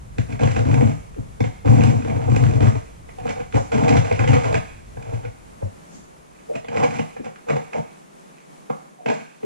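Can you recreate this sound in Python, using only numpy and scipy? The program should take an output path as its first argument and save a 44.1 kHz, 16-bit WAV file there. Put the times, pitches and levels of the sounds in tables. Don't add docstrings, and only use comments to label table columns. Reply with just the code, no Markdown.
import sys
import numpy as np
from scipy import signal
from scipy.fft import rfft, irfft, next_fast_len
from scipy.io import wavfile
from scipy.ndimage import uniform_filter1d

SR = 44100
rng = np.random.default_rng(int(sys.argv[2]) if len(sys.argv) > 2 else 0)


def put_to_file(sound):
    columns = np.atleast_2d(sound).T
    safe = np.clip(columns, -1, 1)
    whole_steps = np.round(safe * 32767)
    wavfile.write(sys.argv[1], SR, whole_steps.astype(np.int16))


N = 416744
TIME = np.arange(N) / SR
RESPONSE_SIZE = 65536

# (frequency [Hz], level [dB])
AIR_SPECTRUM = [(30, -15), (100, -32), (150, 8.5), (185, 4.5), (250, 1), (340, -1.5), (720, -7),
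                (1500, -13), (2250, -13), (3100, -17.5), (5000, -21), (6600, -18), (10200, -21.5),
                (14500, -38)]
# (frequency [Hz], side against mid [dB])
AIR_SIDE = [(100, 2), (250, 2), (500, 8), (1200, 9.5), (2200, 0), (4000, -3), (7000, 0)]
# (time [s], level [dB])
RUMBLE_FADE = [(0, -40), (3, -45), (5, -44), (5.6, -53), (6.3, -61.5), (7.6, -66), (8.2, -74), (9.45, -83)]
# (frequency [Hz], level [dB])
RUMBLE_SPECTRUM = [(12, -6), (25, -10), (50, 5), (90, -3), (130, -4.5), (220, -13), (500, -64)]
# (time [s], level [dB], centre of the snap [Hz])
GRIT_CRACKS = [(0.1835, -16, 3220), (0.435, -13, 4000), (0.592, -13.5, 4560), (0.6529, -15, 2300),
               (0.7144, -11, 2210), (0.7427, -14, 5450), (0.811, -30, 4500), (0.8749, -17, 2580),
               (1.1456, -28, 2200), (1.406, -22, 6500), (1.658, -15, 2600), (1.6771, -11, 2010),
               (1.8175, -9.5, 2200), (1.8372, -8.5, 5900), (2.022, -20, 2400), (2.0485, -16, 2320),
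               (2.1623, -17, 2000), (2.2167, -17, 2200), (2.3494, -14, 2300), (2.3625, -10.5, 5930),
               (2.4388, -9, 2200), (2.4663, -13, 2500), (2.607, -9.5, 3000), (2.6285, -17, 2300),
               (2.672, -9, 2500), (2.865, -32, 2200), (3.279, -12, 2190), (3.5254, -14, 2600),
               (3.5606, -12, 1900), (3.7965, -15, 1700), (3.837, -12, 1800), (3.977, -8, 2400),
               (4.0547, -14.5, 1900), (4.207, -10, 1900), (4.241, -11, 2100), (4.332, -4, 1700),
               (4.467, -15, 1700), (6.745, -16, 2000), (6.7724, -28, 4800), (7.3596, -20, 2000),
               (7.5048, -8, 1950)]
# (frequency [Hz], level [dB])
SNAP_SPECTRUM = [(500, -32), (1200, 18), (3000, 8), (5000, -1), (7500, -1), (10000, -8.5), (14000, -22)]
# (time [s], edge click [dB], tile clack [dB], worktop thump [dB],
# contact time [s], ring of the struck spot [Hz])
KNOCKS = [(0.1839, -23.5, -30, -11.5, 0.00024, 2250), (0.3968, -31, -32, -37, 0.0018, 2070),
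          (0.433, -24, -21, -24, 0.0017, 2630), (0.4738, -23, -27, -15, 0.001, 2630),
          (0.5626, -20, -36, -14.5, 0.0026, 1740), (0.742, -20.5, -26, -11.5, 0.00089, 2410),
          (0.78, -33, -26, -24, 0.0015, 2500), (0.8093, -24, -25, -15, 0.0011, 2300),
          (1.1841, -54, -42, -20.5, 0.005, 1710), (1.4045, -21.5, -27, -11, 0.0015, 2260),
          (1.44, -25.5, -32.5, -46, 0.0016, 2500), (1.808, -23, -38, -37, 0.0016, 2290),
          (1.8167, -25, -29, -40, 0.0015, 1820), (1.8366, -25, -23.5, -10.5, 0.0022, 2780),
          (2.0985, -25, -35, -36, 0.0015, 1920), (2.364, -21, -26, -10, 0.00051, 2550),
          (2.604, -29, -28, -10, 0.0024, 2020), (2.6696, -23.5, -31, -33, 0.0013, 1880),
          (3.089, -33.5, -45, -58, 0.0046, 1900), (3.1852, -35.5, -36.5, -42, 0.0024, 3370),
          (3.255, -44, -27.5, -23.5, 0.004, 2650), (3.2944, -29, -32.5, -24.5, 0.0018, 2000),
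          (3.402, -29.5, -44, -29.5, 0.002, 1620), (3.5429, -25.5, -26.5, -11, 0.002, 2010),
          (3.7183, -21, -26, -38, 0.0024, 1320), (3.8913, -16, -38, -32, 0.0015, 1910),
          (3.926, -18, -23, -35, 0.0015, 2000), (4.1138, -19, -19.5, -22, 0.00035, 1700),
          (4.1261, -23, -32, -17, 0.0003, 1780), (4.191, -16.5, -37, -14, 0.0037, 1750),
          (4.2413, -22, -32, -25, 0.0014, 2100), (4.2754, -18.5, -38, -19, 0.0019, 2400),
          (4.341, -16, -22.5, -11.5, 0.0012, 2040), (4.443, -22.5, -30, -28, 0.001, 1960),
          (4.5432, -15.5, -21, -22, 0.001, 1370), (4.552, -19, -23.5, -30, 0.0013, 2060),
          (4.9705, -36, -37.5, -29.5, 0.0016, 1520), (5.1312, -39, -43, -20.5, 0.003, 1700),
          (5.25, -29.5, -37, -25.5, 0.0026, 1930), (5.626, -56, -37, -21, 0.005, 1350),
          (6.5537, -26, -36, -29, 0.0018, 2620), (6.646, -32.5, -38, -44, 0.0012, 2660),
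          (6.684, -26.5, -34.5, -31, 0.0013, 3010), (6.7717, -19.5, -24, -24, 0.0005, 1710),
          (6.834, -22, -22.5, -23, 0.005, 2000), (6.992, -23, -28, -34, 0.0026, 2350),
          (7.1652, -31.5, -35, -41, 0.0032, 1490), (7.264, -33, -31.5, -48, 0.003, 1510),
          (7.4851, -24.5, -27, -34, 0.0045, 1410), (7.498, -20.5, -22.5, -24, 0.0047, 1550),
          (7.5647, -27, -26, -41, 0.003, 1890), (7.7316, -23, -43, -44, 0.0021, 1670),
          (8.7, -30.5, -22, -26, 0.0034, 1150), (9.0602, -20.5, -22, -25.5, 0.002, 2340),
          (9.083, -21, -21, -43, 0.0041, 3030), (9.0996, -20, -25, -36, 0.0028, 1350),
          (9.431, -36, -38.5, -33, 0.0025, 2720)]
# (frequency [Hz], level [dB])
EDGE_SPECTRUM = [(300, -47), (1100, -5), (1570, 1.5), (1850, -1), (2230, 7), (2470, 4), (2700, -1),
                 (3200, -6), (3900, -10.5), (5000, -11.5), (7300, -11.5), (8500, -22), (11000, -31),
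                 (14500, -112)]
# (frequency [Hz], width [Hz], level [dB])
TILE_MODES = [(488, 33, 8), (543, 43, -1), (708, 31, 10), (746, 27, 7), (763, 160, -2.5), (810, 63, -30),
              (910, 150, -9), (1135, 89, -30), (1330, 560, -45)]
# (frequency [Hz], width [Hz], level [dB])
SLOW_MODES = [(61.4, 11, -39), (100.3, 5.9, -7), (114.8, 21.6, 1.5)]
# (frequency [Hz], width [Hz], level [dB])
QUICK_MODES = [(156.9, 10.7, 7.5), (219.4, 34, 3), (259.5, 20.4, -1)]
# (time [s], drive of slow against quick modes [dB])
TILE_WEIGHT = [(0, 8), (1.8, 1.5), (3.1, 11.5), (3.3, -6), (3.55, 3), (3.8, -2), (4.05, 6), (4.3, 7.5),
               (5.7, 17.5), (6.4, -2.5), (7.6, -8), (8.6, -20), (9.45, -27)]
# (frequency [Hz], gain [dB])
BOARD_RADIATION = [(60, 1), (80, -2.5), (105, 3), (160, 1.5), (190, 1.5), (230, 2), (290, 3.5), (390, -7.5),
                   (480, -4)]
# (frequency [Hz], level [dB])
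FIZZ_SPECTRUM = [(1500, -35), (3500, -8), (5000, -4.5), (7300, -0.5), (8500, -9), (11000, -19.5),
                 (14000, -57)]
# (start [s], length [s], grinding [dB], swell over the stroke [dB],
# judder offset from grinding [dB], grit offset from grinding [dB])
STROKES = [(0.281, 0.065, -42, -2, 17, 0.5), (0.388, 0.065, -31.5, 0.5, 19.5, 2.5),
           (0.48, 0.086, -41, -5, 15.5, 7.5), (0.556, 0.096, -37.5, -12, 18.5, -5),
           (0.648, 0.2, -35, 4.5, 23.5, -1), (0.864, 0.05, -38, 1, 16, 0), (1.437, 0.025, -39, -5.5, 14, 1),
           (1.644, 0.2, -31, -0.5, 19.5, -2), (1.858, 0.19, -39.5, -11, 21, 3.5),
           (2.039, 0.23, -38, -0.5, 16, -2), (2.275, 0.31, -34.5, -2.5, 21, -1),
           (2.603, 0.059, -29, 1, 19.5, -1), (2.667, 0.086, -43, -5, 19, 1),
           (2.748, 0.014, -35, -11, 15.5, 6.5), (3.192, 0.06, -50, -7, 13, 8),
           (3.251, 0.049, -38.5, 10, 2, 7), (3.354, 0.062, -42, -10, 1, 4), (3.535, 0.035, -29.5, 5, 13, 4),
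           (3.717, 0.17, -28, -2.5, 10.5, -0.5), (3.878, 0.092, -27.5, 5, 14, 0.5),
           (4.008, 0.19, -39, -7, 9, 5), (4.184, 0.075, -33, -3, 15.5, 0),
           (4.273, 0.099, -27.5, -3.5, 17, 3), (4.386, 0.05, -42.5, 0, 11, 12),
           (4.443, 0.12, -30, 2.5, 12.5, 1.5), (4.955, 0.16, -48, 13.5, 11.5, 1),
           (5.118, 0.097, -45, -11, 12.5, 1), (5.224, 0.058, -49, -12, 19.5, 3),
           (6.531, .03, -40, 4, 6, 5.5), (6.687, 0.076, -38.5, 13, 8, -1),
           (6.764, 0.091, -29.5, 6, 5.5, 0.5), (6.863, .11, -41.5, 8.5, 8, 6.5),
           (6.986, 0.017, -33, -4.5, 8.5, 1.5), (7.236, 0.07, -47, -24.5, 3, 5.5),
           (7.465, 0.024, -34.5, 3, -1, -2), (7.494, 0.071, -35, 7.5, 6, -3.5),
           (7.722, 0.058, -35.5, 6.5, 3, -1), (9.071, 0.04, -28, 3, 2, 0),
           (9.13, 0.083, -50, -9, 10.5, 10.5)]
# (start [s], length [s], first pitch [Hz], last pitch [Hz], level [dB],
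# roughness [0-1])
CREAKS = [(1.161, 0.037, 566, 186, -42, 0.28), (3.171, 0.058, 782, 696, -43.5, 0.05),
          (5.612, 0.026, 973, 286, -41, 0.65), (5.624, 0.076, 116.4, 89, -29.5, 0.46),
          (6.482, 0.057, 671, 430, -39, 0.9), (7.185, 0.048, 393, 171, -36.5, 0.52),
          (7.502, 0.0184, 890, 345, -32, 0.73), (7.49, 0.11, 158.3, 136, -30.5, 0),
          (7.727, 0.06, 690, 750, -35.5, 0.56), (7.772, 0.017, 895, 302, -37.5, 0.36),
          (7.774, 0.055, 165, 146, -34.5, 0.14), (8.696, 0.014, 1300, 1070, -36, 0.2),
          (8.978, 0.054, 747, 690, -45.5, 0.2), (9.43, 0.051, 480, 250, -33.5, 0.63)]
# (time [s], level [dB])
SLEEVE_BRUSHES = [(3.48, -66), (3.58, -41), (3.68, -48.5), (3.85, -85), (5.75, -94), (5.88, -59),
                  (5.95, -45), (6.05, -56), (6.25, -80), (6.45, -85)]
# (frequency [Hz], level [dB])
SLEEVE_SPECTRUM = [(80, 2), (220, 18.5), (500, -3), (1500, -9), (4000, -16.5), (7000, -3), (9000, -20),
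                   (14000, -46)]
# (time [s], level [dB])
FINGER_RUBS = [(6.25, -85), (6.35, -46), (6.46, -66), (6.5, -95), (8.15, -95), (8.25, -68), (8.38, -47),
               (8.55, -91)]
# (frequency [Hz], share [0-1])
SCATTERED_SHARE = [(120, 0.19), (300, 0.48), (600, 0.9), (2000, 0.61), (4500, 0.63), (8000, 0.77)]
# (frequency [Hz], t60 [s])
NEAR_DECAY = [(200, 0.065), (2500, 0.12), (9000, 0.17)]
# (frequency [Hz], t60 [s])
ROOM_DECAY = [(120, 0.17), (740, 0.41), (2400, 0.9), (7000, 1), (14000, 1)]
# (frequency [Hz], side against mid [dB])
MIC_SIDE = [(35, -11), (110, 1), (200, 6), (250, 8.5), (360, 5), (450, 18), (560, 15), (730, 6.5),
            (930, 12), (1400, 9), (1650, 2), (2160, -9), (2550, 0), (4000, -4.5), (7500, 6), (11000, -1)]
# (frequency [Hz], phase [rad], likeness [0-1])
MIC_LIKENESS = [(59.7, 0.87, 0.97), (280, 0.93, 0.86), (407, 0.87, 1), (680, 2.45, 0.35),
                (1200, 3.54, 0.75), (1820, 0.41, 0.085), (2570, 3.4, 0.94), (3500, 3.4, 0.85),
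                (6900, 4.2, 0.51), (10000, 3.5, 1)]


def amp(db):
    return 10 ** (np.asarray(db) / 20)


def unit(x):
    return x / np.sqrt(np.mean(x ** 2) + 1e-20)


def read(points, hz, column=1):
    table = np.array(points)
    return np.interp(np.log(hz + 1), np.log(table[:, 0] + 1), table[:, column])


def level(rows):
    s, db = np.transpose(rows)
    return amp(np.interp(TIME, s, db)) * (TIME >= s[0]) * (TIME <= s[-1])


def add(mix, s, sound):
    part = mix[max(round(s * SR), 0):][:len(sound)]
    part += sound[:len(part)]


def tint(x, points):
    size = next_fast_len(N)
    gain = amp(read(points, np.fft.rfftfreq(size, 1 / SR)))
    return irfft(rfft(x, size) * gain, size)[:N]


def noise(points):
    return unit(tint(rng.standard_normal(N), points))


def wander(per_s):
    knots = rng.standard_normal(4096)
    return unit(np.interp(TIME * per_s, np.arange(len(knots)), knots))


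def causal(gain):
    log_gain = np.log(np.r_[gain, gain[-2:0:-1]])
    return np.exp(np.conj(signal.hilbert(log_gain)))[:len(gain)]


def evened(spectrum, bins=70):
    return spectrum / causal(np.sqrt(uniform_filter1d(abs(spectrum) ** 2, bins) + 1e-9))


def click(points, size=4096):
    gain = amp(read(points, np.fft.rfftfreq(size, 1 / SR)))
    x = irfft(causal(gain))[:size // 2]
    return x / np.linalg.norm(x)


def ring(modes, lowest_hz):
    t = np.arange(SR // 4) / SR
    x = sum(amp(db) * width * np.exp(-np.pi * width * t) * np.sin(2 * np.pi * hz * t)
            for hz, width, db in modes)
    x = signal.sosfilt(signal.butter(4, lowest_hz, "highpass", fs=SR, output="sos"), x)
    return x / np.linalg.norm(x)


def room_air(db=-52, drift_db=1.2):
    gain = amp(db + drift_db * wander(per_s=8.9))
    return gain * np.array([noise(AIR_SPECTRUM), tint(noise(AIR_SPECTRUM), AIR_SIDE)])


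def rumble(side_db=-4):
    return level(RUMBLE_FADE) * np.array([noise(RUMBLE_SPECTRUM), amp(side_db) * noise(RUMBLE_SPECTRUM)])


def grit_cracking(snap_q=1.1):
    out, snap = np.zeros(N), click(SNAP_SPECTRUM)
    for s, db, hz in GRIT_CRACKS:
        tick = signal.lfilter(*signal.iirpeak(hz, snap_q, fs=SR), snap)
        add(out, s, amp(db) * tick / np.linalg.norm(tick))
    return out


def knocking(thump_db=21, clack_db=18.5, click_db=16, firm_db=-22, firm_hz=10000, spot_db=5):
    force = np.zeros((3, N))
    t = np.arange(SR // 25) / SR
    edge_response = click(EDGE_SPECTRUM)
    for s, edge, clack, thump, contact_s, spot_hz in KNOCKS:
        crush = rng.standard_normal(len(t)) * np.sqrt(t) * np.exp(-t / contact_s)
        crush += amp(spot_db) * signal.lfilter(*signal.iirpeak(spot_hz, Q=1.57, fs=SR), crush)
        crush *= amp(edge + click_db) / np.linalg.norm(signal.fftconvolve(crush, edge_response))
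        bright_hz = np.clip(firm_hz * amp(edge - firm_db), 1900, 16000)
        add(force[0], s, amp([thump + thump_db]))
        add(force[1], s, amp([clack + clack_db]))
        add(force[2], s, signal.lfilter(*signal.butter(1, bright_hz, fs=SR), crush))
    return force


def tile_edge(force):
    return signal.oaconvolve(force, click(EDGE_SPECTRUM))[:N]


def tile_body(force, detune=0.052):
    tuning = np.clip(wander(per_s=9), -1, 1)
    out = np.zeros(N)
    for step in (-1, 0, 1):
        modes = [(hz * (1 + detune * step), width, db) for hz, width, db in TILE_MODES]
        share = np.maximum(1 - abs(tuning - step), 0)
        out += signal.oaconvolve(force * share ** 0.56, ring(modes, lowest_hz=431))[:N]
    return out


def worktop(force, travel_s=0.00484):
    weight = level(TILE_WEIGHT)
    arrived = np.interp(TIME - travel_s, TIME, force) / np.hypot(1, weight)
    slow = signal.oaconvolve(arrived * weight, ring(SLOW_MODES, lowest_hz=61.3))
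    quick = signal.oaconvolve(arrived, ring(QUICK_MODES, lowest_hz=136))
    return tint((slow + quick)[:N], BOARD_RADIATION)


def grit_fizz(shaking, db=-36.5):
    return amp(db) * abs(shaking) * noise(FIZZ_SPECTRUM)


def stroke(length, swell_db, attack_s=0.0068, release_s=0.014):
    t = np.arange(int((length + 8 * release_s) * SR)) / SR
    hold = amp(swell_db * (np.minimum(t / length, 1) - .5))
    return np.minimum(t / attack_s, 1) * hold * np.exp(-np.maximum(t - length, 0) / release_s)


def slips(per_s, spread_db):
    sizes = amp(spread_db * np.minimum(rng.exponential(1, N), 3.2)) * rng.choice([-1, 1], N)
    return unit(sizes * (rng.random(N) < per_s / SR))


def shudder(rate_hz=118, drift=.2):
    turns = np.cumsum(rate_hz * (1 + drift * wander(per_s=38))) / SR
    jerks = np.diff(np.floor(turns), prepend=0)
    return unit(jerks - jerks.mean())


def scraping(judder_db=-7.5, grind_db=-3.5, grit_db=-9.5, chatter_db=1.55, shudder_share=.05):
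    judder, grind, grit = np.zeros((3, N))
    grit += level(FINGER_RUBS)
    for s, length, db, swell_db, judder_offset, grit_offset in STROKES:
        push = amp(db) * stroke(length, swell_db)
        add(judder, s, push * amp(judder_db + judder_offset))
        add(grind, s, push * amp(grind_db))
        add(grit, s, push * amp(grit_offset))
    grip = unit(amp(chatter_db * wander(per_s=130)))
    heavy = np.sqrt(1 - shudder_share) * slips(per_s=700, spread_db=1)
    heavy += np.sqrt(shudder_share) * shudder()
    coarse = slips(per_s=1100, spread_db=4.5)
    fine = slips(per_s=1300, spread_db=5.5)
    fine *= unit(amp(3.7 * wander(per_s=200)))
    return grip * np.array([judder * heavy, grind * coarse, amp(grit_db) * grit * fine])


def creaking(gain_db=-2, smear_hz=450):
    out = np.zeros(N)
    smear = wander(per_s=smear_hz) + 1j * wander(per_s=smear_hz)
    for s, length, first_hz, last_hz, db, roughness in CREAKS:
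        hz = np.geomspace(first_hz, last_hz, int(length * SR))
        scuff = np.clip(roughness, 0, 1) * np.minimum(hz / smear_hz, 1)
        uneven = 1 - scuff + scuff * np.roll(smear, -int(s * SR))[:len(hz)]
        tone = (uneven * np.exp(2j * np.pi * np.cumsum(hz) / SR)).real
        add(out, s, amp(db + gain_db) * unit(tone * np.hanning(len(hz))))
    return out


def sleeve(side_db=3):
    cloth = np.array([noise(SLEEVE_SPECTRUM), amp(side_db) * noise(SLEEVE_SPECTRUM)])
    return level(SLEEVE_BRUSHES) * cloth


def reflections(t60_points):
    hz, t, echoes = signal.stft(rng.choice([-1., 1.], SR * 3 // 4), SR, nperseg=256)
    decay = amp(-60 * t / read(t60_points, hz)[:, None])
    tail = signal.istft(echoes * decay, SR, nperseg=256)[1]
    return evened(rfft(tail, RESPONSE_SIZE))


def kitchen(x, room_db=-6, slap_s=0.002009, slap_db=-6.5, slap_above_hz=870, lead_samples=2048):
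    hz = np.fft.rfftfreq(RESPONSE_SIZE, 1 / SR)
    scattered = np.clip(read(SCATTERED_SHARE, hz), 0, 1)
    direct = np.sqrt(1 - scattered)
    near = evened(direct + np.sqrt(scattered) * reflections(NEAR_DECAY))
    wet = amp(room_db) * np.sqrt(scattered)
    room = reflections(ROOM_DECAY)
    slap = amp(slap_db) * direct * hz / np.hypot(hz, slap_above_hz) * np.exp(-2j * np.pi * hz * slap_s)
    mid = near + slap + wet * room
    alike = np.clip(read(MIC_LIKENESS, hz, column=2), 0, 1)
    turn = alike * np.exp(1j * read(MIC_LIKENESS, hz))
    apart = np.sqrt(1 - alike ** 2)
    side_near = evened(turn * near + apart * reflections(NEAR_DECAY))
    side_room = turn * room + apart * reflections(ROOM_DECAY)
    side = (side_near + turn * slap + wet * side_room) * amp(read(MIC_SIDE, hz))
    pair = np.array([mid, side]) / np.sqrt(1 + abs(slap) ** 2 + wet ** 2)
    response = np.roll(irfft(pair), lead_samples, axis=1)
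    return signal.fftconvolve(x[None], response, axes=1)[:, lead_samples:][:, :N]


def scene():
    on_worktop, on_tile, on_edge = scraping() + knocking()
    board = worktop(on_worktop)
    tiling = board + grit_fizz(board) + tile_body(on_tile) + tile_edge(on_edge)
    tiling += grit_cracking() + creaking()
    mid, side = kitchen(tiling) + room_air() + rumble() + sleeve()
    return np.array([mid + side, mid - side])


def record(dry, knee=.7, headroom=.25, cutoff_hz=14900):
    excess = np.maximum(abs(dry) - knee, 0)
    rounded = np.clip(dry, -knee, knee) + np.sign(dry) * headroom * np.tanh(excess / headroom)
    lowpass = signal.firwin(511, cutoff_hz, window=("kaiser", 9), fs=SR)
    return signal.oaconvolve(rounded, lowpass[None], "same")


dry = scene()
out = record(dry)
put_to_file(out)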